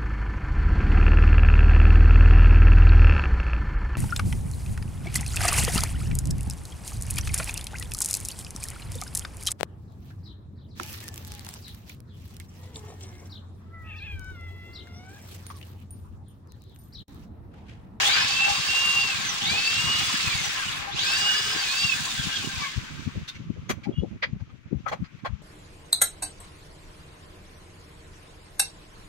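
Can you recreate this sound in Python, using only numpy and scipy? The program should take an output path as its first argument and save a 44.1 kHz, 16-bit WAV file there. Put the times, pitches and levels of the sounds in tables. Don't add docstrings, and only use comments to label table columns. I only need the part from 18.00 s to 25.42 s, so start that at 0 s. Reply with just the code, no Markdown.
import sys
import numpy as np
from scipy import signal
from scipy.fft import rfft, irfft, next_fast_len
from scipy.io import wavfile
from scipy.ndimage import uniform_filter1d

SR = 44100
rng = np.random.default_rng(int(sys.argv[2]) if len(sys.argv) > 2 else 0)


def int16_out(signal):
    q = np.round(np.clip(np.atleast_2d(signal).T, -1, 1) * 32767)
    wavfile.write(sys.argv[1], SR, q.astype(np.int16))


N = 327212
STEP = 64

# (time [s], gear mesh [Hz])
DRILL_SPEED = [(0.0, 1550), (0.07, 2029), (0.14, 2355), (0.22, 2527), (0.3, 2625), (0.379, 2671),
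               (0.461, 2677), (0.54, 2730), (0.721, 2752), (0.821, 2783), (1.03, 2766), (1.1, 2684),
               (1.27, 2084), (1.4, 1696), (1.45, 2034), (1.5, 2318), (1.58, 2596), (1.661, 2654),
               (1.84, 2823), (1.93, 2872), (2.14, 2883), (2.21, 2728), (2.499, 1884), (2.75, 1310),
               (2.92, 1107), (3.001, 2107), (3.05, 2460), (3.109, 2614), (3.2, 2835), (3.301, 2878),
               (3.399, 2895), (3.52, 2975), (3.69, 2435), (3.761, 2648), (3.86, 2794), (3.95, 2510),
               (4.14, 2092), (4.37, 1593), (4.639, 1130), (4.75, 1015), (5.45, 398)]
# (on [s], off [s], mesh whine [dB], slot tone [dB], mesh octave [dB],
# armature hum [dB], third partial in coasting [dB], extra octave in the run-up [dB],
# extra body rings below 1.4 kHz [dB], extra body rings from 1.4 to 2 kHz [dB]); tones are re the roar
TRIGGER_PULLS = [(-0.1, 1.113, -7.5, -15.5, -32, -12.5, -2, 21, 6, 5.1),
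                 (1.395, 2.179, -6, -10, -27.5, -12, -4.5, 13.1, 2.2, 0.5),
                 (2.927, 3.558, -8.5, -5.5, -28.5, -6, -15, 15.7, 3.5, 8.5),
                 (3.688, 3.891, -11.5, -4, -19, -17, -22, 6.2, 4.3, 6.7)]
SLOT_BLUR = [70, 50, 12, 45]
# (time [s], added to the whine [dB])
TEETH_SINGING = [(0, 5), (0.09, -4), (0.12, 2), (0.16, -0.5), (0.21, -0.5), (0.26, -5), (0.35, -2),
                 (0.47, 7.5), (0.56, 1.5), (0.6, -6), (0.66, -8), (0.69, 4.5), (0.75, 3), (1.0, 4),
                 (1.1, 4), (1.15, 2), (1.24, -3), (1.3, 1), (1.36, -15), (1.45, -8), (1.5, 6.5), (1.55, 6),
                 (1.95, -6), (2.1, -26), (2.32, 3), (2.4, -2.5), (2.5, -9), (2.63, 11), (2.9, -21.5),
                 (3.035, -5), (3.055, 1.5), (3.3, -3), (3.42, -6.5), (3.51, 4.5), (3.58, -22), (3.64, 1.5),
                 (3.94, 8), (3.99, -12), (4.25, -21.5), (4.36, 9.5), (4.5, -3), (4.58, -8), (4.64, 14.5),
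                 (4.69, 6.5), (4.85, -22)]
# (time [s], slot tone [dB], mesh octave [dB])
TONE_STRANDS = [(0, 0, 0), (0.1, 0, 2), (0.14, 0, -4), (0.2, 0, 3), (0.3, -2, 4), (0.4, -8, -5),
                (0.7, -2, -6), (1.4, -3, -3), (1.47, 6, 0), (1.51, 4, -4), (1.56, -2, -2), (1.62, -6, -4),
                (1.7, -6, 2), (1.78, -4, -5), (2.1, 0, -6), (2.25, -3, -4), (2.32, 1, -9), (2.6, -6, -9),
                (2.95, -8, 0), (3.04, -8, 5), (3.13, -10, 4), (3.17, 3, 5), (3.23, 0, -9), (3.3, -5, -12),
                (3.36, 0, -10), (3.5, -1, -10), (3.54, -4, -8), (3.6, 0, -8), (3.64, -12, -10),
                (3.73, -3, -12), (3.76, -15, -9), (3.81, -5, -6), (3.87, -7, -2), (3.91, -16, -10),
                (4.0, -10, -12), (4.08, -4, -10), (4.2, 6, -8), (4.26, -8, 3), (4.31, -8, 0),
                (4.38, -8, -5), (4.45, -10, -10), (4.62, -8, -1), (4.72, -10, -8)]
# (time [s], roar [dB], panel rumble re roar [dB], fan hiss re roar [dB])
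DRILL_LOAD = [(0.0, -26.5, -1.5, -7.5), (0.07, -27, -4, -2), (0.18, -26.5, -0.5, -17), (0.28, -29, -6, -9),
              (0.76, -30, -5.5, -5.5), (1.38, -33, -3.5, -6.5), (1.55, -31, -3, -6.5), (2.02, -30, -2, -4),
              (2.46, -32, -2, -4), (2.77, -35.5, -0.5, -7.5), (2.91, -45, 7.5, -22), (2.94, -40, -6, -24),
              (2.99, -30, -9.5, -10), (3.13, -31, -2.5, -1.5), (3.36, -30, -6, -4.5),
              (3.5, -33, -2.5, -1.5), (3.82, -30.5, -8, -4), (4.04, -34.5, -4, -0.5), (4.39, -33, -8, -6),
              (4.47, -38.5, -6, -0.5), (4.65, -35.5, -8, -10), (4.82, -46.5, -7, -6), (5.05, -51, -8, -7.5),
              (5.45, -67, 8, -6)]
# (frequency [Hz], level per Hz [dB])
ROAR_COLOUR = [(300, -58), (400, -30.5), (560, -30), (700, -27), (900, -31), (1400, -21), (2000, -14.5),
               (2700, -6), (4600, -7), (5600, -10), (6800, -8.5), (9000, -16.5), (11000, -32.5),
               (13800, -55), (14050, -29), (15800, -16)]
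# (armature speed [times], ball rate [times]) and (level re roar [dB])
LESSER_TONES = [(0, 2), (0, 3), (0, 4), (0, 5), (0, 6), (0, 7), (7, 1), (3, 0)]
LESSER_TONE_DB = [-10.5, -9.5, -15, -11.5, -52, -17, -11, 1]
# (centre [Hz], width [Hz], level [dB])
HOUSING_RINGS = [(1093.7, 22, 14.5), (1510, 56.3, 0), (2140, 370, 5), (2550, 130, 7), (2668, 11.7, 13.5),
                 (2783, 37, 11.5), (2872, 21, 19), (3200, 48, 9), (3630, 120, 5.5), (4140, 150, 11),
                 (4676, 40, 12), (4530, 174, 14.5), (6150, 350, 9.5)]
# (centre [Hz], width [Hz], level [dB])
BALL_TONE_RING = [(1150, 60, 30)]
# (centre [Hz], width [Hz], level [dB])
ARMATURE_HUM_RING = [(435, 15, 18.5)]
# (centre [Hz], width [Hz], level [dB])
THIRD_PARTIAL_RING = [(6000, 900, 13)]
# (centre [Hz], width [Hz], level re their band [dB])
BODY_RINGS = [(1080, 140, -13.5), (1295, 56, -25), (1578, 62, -10.5), (1710, 30, -15), (3424, 120, -10.5),
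              (3746, 30, -12.5), (4580, 70, -20.5), (5440, 29, -21)]
# (armature speed [times], level [dB])
GRITTY_STRANDS = [(10, -23), (12, -17), (14, -32), (21, -14.5)]
# (centre [Hz], width [Hz], level [dB])
GRITTY_RING = [(3500, 600, 23)]
# (time [s], panel ring re roar [dB], thud re roar [dB])
BIT_CATCHES = [(0.071, -5.5, -11.5), (0.3, -14, -32), (0.484, 0.5, -38), (0.76, -20, -20), (1.468, -5, -39),
               (1.55, -25, -7.5), (2.02, -10.5, -40), (2.46, -13, -15), (2.879, 2.5, -9.5),
               (3.029, -18, -37), (3.565, -17, -18), (3.135, -9, -42), (3.26, -6.5, -43)]
# (time [s], left [dB], right [dB])
GUST_LEVELS = [(0, -46.5, -46), (1, -40.5, -47), (2, -39, -38.5), (3, -47, -48.5), (3.9, -43.5, -43.5),
               (4.5, -47.5, -43), (6, -46.5, -37), (7.42, -44, -52.5)]
# (time [s], level [dB], port [0 left, 1 right], centre [Hz])
AIR_PUFFS = [(0.516, -31.5, 0, 119.2), (0.601, -31.5, 0, 113), (1.433, -32.5, 1, 199), (1.857, -34, 0, 149),
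             (2.144, -28.5, 1, 221.7), (2.275, -27, 0, 113), (2.354, -27.5, 0, 114),
             (2.948, -32.5, 1, 217.9), (3.035, -46, 0, 418.8), (3.564, -31.5, 0, 238.5),
             (3.851, -27, 0, 122.5), (4.005, -32, 1, 152.5), (4.199, -24.5, 0, 110),
             (4.271, -25.5, 0, 155.2), (4.447, -31.5, 1, 255.8), (4.475, -26.5, 1, 210.6),
             (4.58, -29.5, 0, 100.3), (4.779, -18.5, 0, 108.8), (4.996, -30.5, 1, 172.6),
             (5.076, -20, 0, 166), (5.159, -39.5, 1, 326), (5.175, -23, 0, 132), (5.235, -32.5, 0, 110.5),
             (5.406, -32, 0, 154), (5.472, -32, 1, 133), (5.504, -21, 0, 181), (5.573, -41.5, 1, 332),
             (5.589, -29, 0, 115), (5.709, -24, 0, 243), (5.708, -27, 1, 208), (5.874, -24.5, 0, 191),
             (5.893, -19.5, 0, 223), (5.916, -36, 1, 364), (5.987, -17.5, 0, 126), (6.007, -21, 0, 106),
             (6.036, -22, 0, 272), (6.077, -32, 0, 147), (6.334, -22, 0, 131), (6.369, -32, 0, 115),
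             (6.425, -25, 0, 109), (6.73, -19, 0, 228), (6.747, -26, 0, 150), (6.77, -23, 0, 98),
             (7.006, -30, 1, 148), (7.026, -21.5, 0, 138), (7.238, -32, 1, 175), (7.306, -28, 0, 107),
             (7.335, -22, 0, 102)]
# (frequency [Hz], level per Hz [dB])
SHOP_COLOUR = [(300, -1), (500, -12), (800, -10), (1500, -5.5), (2400, -3.5), (3600, -10.5), (4800, -17),
               (6500, -16.5), (7400, -25.5), (9000, -33), (15800, -39)]
# (time [s], level [dB])
SHOP_LEVEL = [(5.0, -39), (5.44, -49), (6.47, -55), (7.05, -51), (7.42, -51.5)]
# (time [s], level at 2 kHz [dB], then re that: level at 0.7, 5 and 11 kHz [dB],
# loudest ring [Hz], its level [dB], rise [ms], left minus right [dB])
WOOD_KNOCKS = [(5.281, -24.5, -11, 4.5, -10, 3643, 23, 11, -1),
               (5.351, -29.5, -36, -4, -23, 2170, 15, 12.6, -3),
               (5.696, -11, -10, -6, -10, 1200, 8.5, 10.4, 2.5),
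               (5.836, -27, -25, -7.5, -25, 2290, 12, 10, 0), (5.858, -60, 13, -12, -29, 830, 35.7, 8, 5),
               (6.032, -70.5, 29, 0.5, -23, 544, 30.5, 4.2, 12),
               (6.227, -7, -22, -9, -62, 2390, 3, 9, -0.5), (6.4, -44.5, 2, 0, -24, 1600, 12, 15, 0),
               (6.495, -43.5, -6, -9, -37, 1220, 20, 9.5, 0), (6.727, -68.5, 23, -2, -20, 566, 18, 3, 10),
               (6.862, -26, 1, -25, -32, 1305, 24, 2.9, 13), (6.882, -24, -6, -4, -16, 1600, 13, 10, -2),
               (6.926, -15, 0, -10, -24, 818, 14.7, 26, 3),
               (7.042, -36.5, -15, -3, -34, 1280, 19, 3.2, 2.5),
               (7.19, -41, -12, -5, -30, 2000, 14, 13.5, 0),
               (7.254, -17.5, -0.5, -9.5, -26, 1080, 16.5, 16, 3)]
KNOCK_COLOUR_HZ = [700, 2000, 5000, 11000]
# (centre [Hz], width [Hz], level [dB])
TOOL_MODES = [(1514, 60, 14), (2063, 60, 9), (2725, 70, 12), (3160, 160, 10), (4180, 160, 11),
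              (4866, 60, 6), (6027, 80, 14), (6418, 70, 10)]
# (centre [Hz], width [Hz], level [dB])
WOOD_MODES = [(550, 90, 13), (770, 110, 12), (1120, 180, 9), (1590, 90, 8), (1960, 160, 8), (2340, 160, 7),
              (3300, 90, 9), (4200, 110, 9), (4840, 90, 8), (6120, 110, 11), (7010, 100, 8)]
# (frequency [Hz], level [dB])
TOOT_PARTIALS = [(2860, -51), (3280, -54)]
# (start [s], end [s])
TOOT_SPAN = (5.915, 6.04)
# (frequency [Hz], likeness [0 to 1])
SIDE_LIKENESS = [(300, 0.71), (800, 0.97), (1300, 0.87), (2500, 0), (6000, 0.19), (15000, .0)]
# (frequency [Hz], left minus right [dB])
SIDE_BALANCE = [(300, 2.5), (700, 2.5), (1300, 11), (2300, 0), (4400, -1), (15000, -0.5)]

PINION_TEETH, ARMATURE_SLOTS, BALLS_PER_TURN = 7, 12, 2.76
MESH_DB_PER_OCTAVE = 9
COAST_MESH_DB, COAST_SLOT_DB, COAST_OCTAVE_DB = -1.5, -5, 9.5
COAST_FLUTTER_DB = 2.2
COAST_SMOOTH = 0.55
MOST_STRAIN = 7
OCTAVE_FOLLOWS = .5
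SLOT_RUN_UP_DB = -9
PANEL_HZ, PANEL_WIDTH_HZ = 807, 18
VENT_HZ, VENT_WIDTH_HZ, VENT_DB = 10170, 330, -18.5
GRITTY_BLUR = 170
CATCH_S, PANEL_REST_DB, THUD_REST_DB = 0.032, -20, -18.5
PUFF_S = 0.0098
PUFF_SNAP = 25.6
KNOCK_MS = 23.4
TOOL_DOWN_S = 5.5
LEFT_LAG = 37
CUTOFF_HZ = 15740


def from_db(db):
    return 10 ** (np.asarray(db, float) / 20)


def to_db(gain):
    return 20 * np.log10(gain)


def rms_one(x):
    return x / np.sqrt(np.mean(x ** 2) + 1e-20)


def control_times():
    return np.arange(N // STEP + 2) * STEP / SR


def in_time(rows):
    s, *columns = np.transpose(rows)
    return [np.interp(control_times(), s, c) for c in columns]


def per_second(control):
    return np.gradient(control) * SR / STEP


def each_sample(control):
    c = np.atleast_2d(control)
    ramp = np.arange(STEP) / STEP
    lines = c[:, :-1, None] + np.diff(c)[:, :, None] * ramp
    return lines.reshape(len(c), -1)[:, :N]


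def at_hz(points, hz):
    table_hz, values = np.array(points).T
    return np.interp(np.log(np.maximum(hz, 1)), np.log(table_hz), values)


def drift(rate, channels=1):
    r = np.exp(-2 * np.pi * rate * STEP / SR)
    white = rng.standard_normal((channels, N // STEP + 1002))
    smooth = signal.lfilter([1], [1, -2 * r, r * r], white)
    return rms_one(smooth[:, 1000:])


def peaks_gain(modes, hz):
    peaks = sum(from_db(2 * db) / (1 + (2 * (hz - f) / width) ** 2) for f, width, db in modes)
    return np.sqrt(1 + peaks)


def sides(hz):
    half = at_hz(SIDE_BALANCE, hz) / 2
    return from_db([half, -half])


def stereo_noise(gain_of_hz):
    size = next_fast_len(N)
    hz = np.fft.rfftfreq(size, 1 / SR)
    shared, left, right = rng.standard_normal((3, len(hz))) + 1j * rng.standard_normal((3, len(hz)))
    alike = np.clip(at_hz(SIDE_LIKENESS, hz), 0, 1)
    late = np.exp(-2j * np.pi * hz * LEFT_LAG / SR)
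    common = np.sqrt(alike) * shared * np.array([late, 1 + 0 * late])
    own = np.sqrt(1 - alike) * np.array([left, right])
    return rms_one(irfft((common + own) * gain_of_hz(hz) * sides(hz), size)[:, :N])


def tone(hz, level_db, flutter_db, blur):
    unsteady_hz = hz + 1.2 * blur * drift(187.8)
    phase = 2 * np.pi * np.cumsum(each_sample(unsteady_hz)) / SR
    apart = .55 * np.array([[1], [-1]]) + .25 * drift(4, channels=2)
    gain = from_db(level_db + flutter_db * drift(29.7, channels=2)) * sides(hz)
    return np.sqrt(2) * each_sample(gain) * np.sin(phase + each_sample(apart))


def ringing(white, hz, width_hz, level_db):
    r = np.exp(-np.pi * width_hz / SR)
    rung = signal.lfilter([1, 0, -1], [1, -2 * r * np.cos(2 * np.pi * hz / SR), r * r], white)
    gain = from_db(level_db + 3.95 * drift(11.5)) * sides(hz)[:, None]
    return rms_one(rung) * each_sample(gain)


def gritty(hz, level_db):
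    phase = 2 * np.pi * np.cumsum(each_sample(hz)) / SR
    grain = each_sample(drift(GRITTY_BLUR, channels=4))
    strand = grain[:2] * np.sin(phase) + grain[2:] * np.cos(phase)
    return each_sample(from_db(level_db) * sides(hz)) * strand


def add(out, at_s, burst):
    i = max(round(at_s * SR), 0)
    out[..., i:i + burst.shape[-1]] += burst[..., :N - i]


def trigger():
    t = control_times()
    on, off, *levels = np.transpose(TRIGGER_PULLS)
    latest = np.searchsorted(on, t) - 1
    settings = np.array(levels + [SLOT_BLUR])[:, latest]
    return uniform_filter1d([t > off[latest], *settings], size=30, axis=1)


def catches():
    s, ring_db, thud_db = np.transpose(BIT_CATCHES)
    swell = np.exp(-.5 * ((control_times()[:, None] - s) / CATCH_S) ** 2)
    panel = from_db(PANEL_REST_DB) + swell @ from_db(ring_db)
    thud = from_db(THUD_REST_DB) + swell @ from_db(thud_db)
    return to_db(panel), to_db(thud)


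def drill():
    mesh_hz = np.exp(in_time([(s, np.log(hz)) for s, hz in DRILL_SPEED])[0])
    mesh_hz = uniform_filter1d(mesh_hz, size=20)
    turns = mesh_hz / PINION_TEETH
    speed = turns / turns.max()
    roar_db, rumble_db, hiss_db = in_time(DRILL_LOAD)
    teeth_db, = in_time(TEETH_SINGING)
    slot_comes_db, octave_comes_db = in_time(TONE_STRANDS)
    panel_db, thud_db = catches()
    (idle, mesh_db, slot_db, octave_db, hum_db, third_db,
     run_up_db, lower_db, upper_db, slot_blur) = trigger()

    def sung(hz, level_db, coast_db):
        return roar_db + level_db + coast_db * idle + to_db(peaks_gain(HOUSING_RINGS, hz))

    strain = np.abs(per_second(turns)) / 60 + 6 * (1 - speed)
    strain = np.minimum(strain, MOST_STRAIN) * (1 - (1 - COAST_SMOOTH) * idle)
    gaining = np.clip(per_second(turns) / 700, .03, 1)

    whine_db = mesh_db + teeth_db + MESH_DB_PER_OCTAVE * np.log2(speed)
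    out = tone(mesh_hz, sung(mesh_hz, whine_db, COAST_MESH_DB),
               flutter_db=3.0 + COAST_FLUTTER_DB * idle, blur=5.0 + (3.0 + 2.5 * idle) * strain)

    slot_hz = ARMATURE_SLOTS * turns
    slot_db = slot_db + slot_comes_db + SLOT_RUN_UP_DB * np.sqrt(gaining)
    out += tone(slot_hz, sung(slot_hz, slot_db, COAST_SLOT_DB),
                flutter_db=4.5, blur=slot_blur + 8.0 * strain)

    run_up = np.clip(4 * gaining - .12, 0, 1) * np.clip(mesh_hz / 500 - 3.8, 0, 1)
    octave_db = octave_db + octave_comes_db + OCTAVE_FOLLOWS * teeth_db + run_up_db * run_up
    out += tone(2 * mesh_hz, sung(2 * mesh_hz, octave_db, COAST_OCTAVE_DB),
                flutter_db=5.0, blur=34.0 + 8.0 * strain)

    fading_db = 4.65 + 35 * np.log10(speed)
    for (order, balls), level_db in zip(LESSER_TONES, LESSER_TONE_DB):
        hz = (order + balls * BALLS_PER_TURN) * turns
        ball_ring_db = idle * (balls == 2) * to_db(peaks_gain(BALL_TONE_RING, hz))
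        out += tone(hz, roar_db + level_db + at_hz(ROAR_COLOUR, hz) + fading_db + ball_ring_db,
                    flutter_db=5.0, blur=9.0 + 14.0 * strain)

    hum_ring_db = to_db(peaks_gain(ARMATURE_HUM_RING, turns))
    out += tone(turns, roar_db + hum_db - 27.5 - 4.6 * idle + hum_ring_db,
                flutter_db=6.5, blur=9.4 + 6.124 * strain)

    coasting = np.clip(-per_second(turns) / 400, .02, 1)
    third_ring_db = 2 * to_db(peaks_gain(THIRD_PARTIAL_RING, 3 * mesh_hz))
    out += tone(3 * mesh_hz, roar_db + third_db - 28 + third_ring_db + fading_db + to_db(coasting),
                flutter_db=4.5, blur=50.0)

    load = roar_db - 0.5 + 0.063 * drift(11.0)
    edges = [0, 720, 2000, 3200, 6300, SR]   # Hz, five bands of roar
    band_levels = [thud_db, rumble_db + 0.5, -3.0, -1.5, hiss_db]
    for low, high, level_db in zip(edges, edges[1:], band_levels):
        def colour(hz):
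            inside = 1 / np.sqrt((1 + (low / np.maximum(hz, 1)) ** 8) * (1 + (hz / high) ** 8))
            return inside * from_db(at_hz(ROAR_COLOUR, hz))
        waver_db = 1.8 * drift(67) + 1.0 * drift(11)
        out += stereo_noise(colour) * each_sample(from_db(load + level_db + waver_db))

    white = rng.standard_normal((3, N))
    own = white[:2]
    shared = np.array([np.roll(white[2], LEFT_LAG), white[2]])
    out += ringing(shared + .5 * own, PANEL_HZ, PANEL_WIDTH_HZ, load + panel_db)
    for hz, width_hz, level_db in BODY_RINGS:
        band_db = 0
        if hz < 2000:
            band_db = rumble_db + (lower_db if hz < 1400 else upper_db)
        out += ringing(own + 0.44 * shared, hz, width_hz, load + band_db + level_db)
    out += ringing(own, VENT_HZ, VENT_WIDTH_HZ, load + hiss_db + VENT_DB)

    for order, level_db in GRITTY_STRANDS:
        hz = order * turns
        out += gritty(hz, load + level_db + to_db(gaining * peaks_gain(GRITTY_RING, hz)))
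    stopped = np.clip((DRILL_SPEED[-1][0] - np.arange(N) / SR) / 0.11, 0, 1)
    return out * stopped


def wind():
    band = signal.butter(2, [72, 190], "band", fs=SR, output="sos")
    rumble = signal.sosfilt(band, rng.standard_normal((2, N)))
    lumps_db = 10.9 * np.minimum(drift(13.4, channels=2), 1.3)
    out = rms_one(rumble * each_sample(from_db(lumps_db))) * each_sample(from_db(in_time(GUST_LEVELS)))
    t = np.arange(-2048, 2048) / SR
    swell = np.exp(-.5 * (t / PUFF_S) ** 2)
    for s, level_db, port, hz in AIR_PUFFS:
        band = signal.butter(2, [hz / 2.37, hz * 1.597], "band", fs=SR, output="sos")
        turbulence = rng.standard_normal(len(t)) * swell
        push = PUFF_SNAP * rng.choice([-1, 1]) * (t == 0)
        puff = signal.sosfiltfilt(band, turbulence + push)
        same_energy = np.sqrt(swell @ swell / (puff @ puff))
        add(out[round(port)], s + t[0], puff * from_db(level_db) * same_energy)
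    return out


def shop():
    plain = stereo_noise(lambda hz: from_db(at_hz(SHOP_COLOUR, hz)))
    size = next_fast_len(N)
    hz, spectrum = np.fft.rfftfreq(size, 1 / SR), rfft(plain, size)
    out, edges = 0, [0, 700, 1400, 2600, 7500, SR]
    for low, high in zip(edges, edges[1:]):
        band = irfft(spectrum * ((hz >= low) & (hz < high)), size)[:, :N]
        swell_db = 1.47 * drift(6) + 1.0 * drift(24, channels=2)
        out = out + band * each_sample(from_db(swell_db))
    return out * each_sample(from_db(in_time(SHOP_LEVEL)[0] - 5.0))


def knocks():
    out, size, lead = np.zeros((2, N)), 8192, 512
    t, hz = np.arange(size) / SR * 1000, np.fft.rfftfreq(size, 1 / SR)
    thin = 1 / np.sqrt(1 + (450 / np.maximum(hz, 1)) ** 8)
    for s, level_db, low_db, bright_db, top_db, ring_hz, ring_db, rise_ms, pan in WOOD_KNOCKS:
        dying = from_db(-.2 * t - 0.91 * np.maximum(t - KNOCK_MS, 0))
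        contact = np.clip(t / rise_ms, 0, 1) ** 0.94 * dying
        tail = from_db(-15 - .3 * t) * np.clip(t / 10, 0, 1) * (t < 150)
        per_hz = np.array([low_db, 0, bright_db, top_db]) - 10 * np.log10(np.array(KNOCK_COLOUR_HZ) / 2000)
        struck = TOOL_MODES if s < TOOL_DOWN_S else WOOD_MODES
        strengths = rng.normal(0, 3, len(WOOD_MODES))
        modes = [(f, width, db + k) for (f, width, db), k in zip(struck, strengths)]
        modes.append((ring_hz, 70, ring_db))
        colour = from_db(at_hz(list(zip(KNOCK_COLOUR_HZ, per_hz)), hz)) * peaks_gain(modes, hz) * thin
        grain = rng.standard_normal((3, size))
        rub = (grain[:2] + 0.28 * grain[2]) * (contact + tail)
        burst = irfft(rfft(np.roll(rub, lead, axis=1)) * colour, size)
        gain = from_db(level_db - 9.0 + np.array([[pan / 2], [-pan / 2]]))
        add(out, s - rise_ms / 2000 - lead / SR, burst * gain)
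    return out


def toot():
    t = np.arange(N) / SR
    start, end = TOOT_SPAN
    gate = np.clip(np.minimum(t - start, (end - t) / 1.7) / 0.025, 0, 1)
    rising = 1 + .25 * np.clip(control_times() - 5.95, 0, .1)
    out = 0
    for hz, level_db in TOOT_PARTIALS:
        throb_db = 5.0 * drift(45)
        out = out + tone(hz * rising, level_db + throb_db, flutter_db=3.5, blur=30.0)
    return gate * out


def scene():
    return drill() + wind() + shop() + knocks() + toot()


def record(dry):
    low_pass = signal.ellip(12, .5, 70, CUTOFF_HZ, fs=SR, output="sos")
    return signal.sosfilt(low_pass, dry)


dry = scene()
out = record(dry)
int16_out(out)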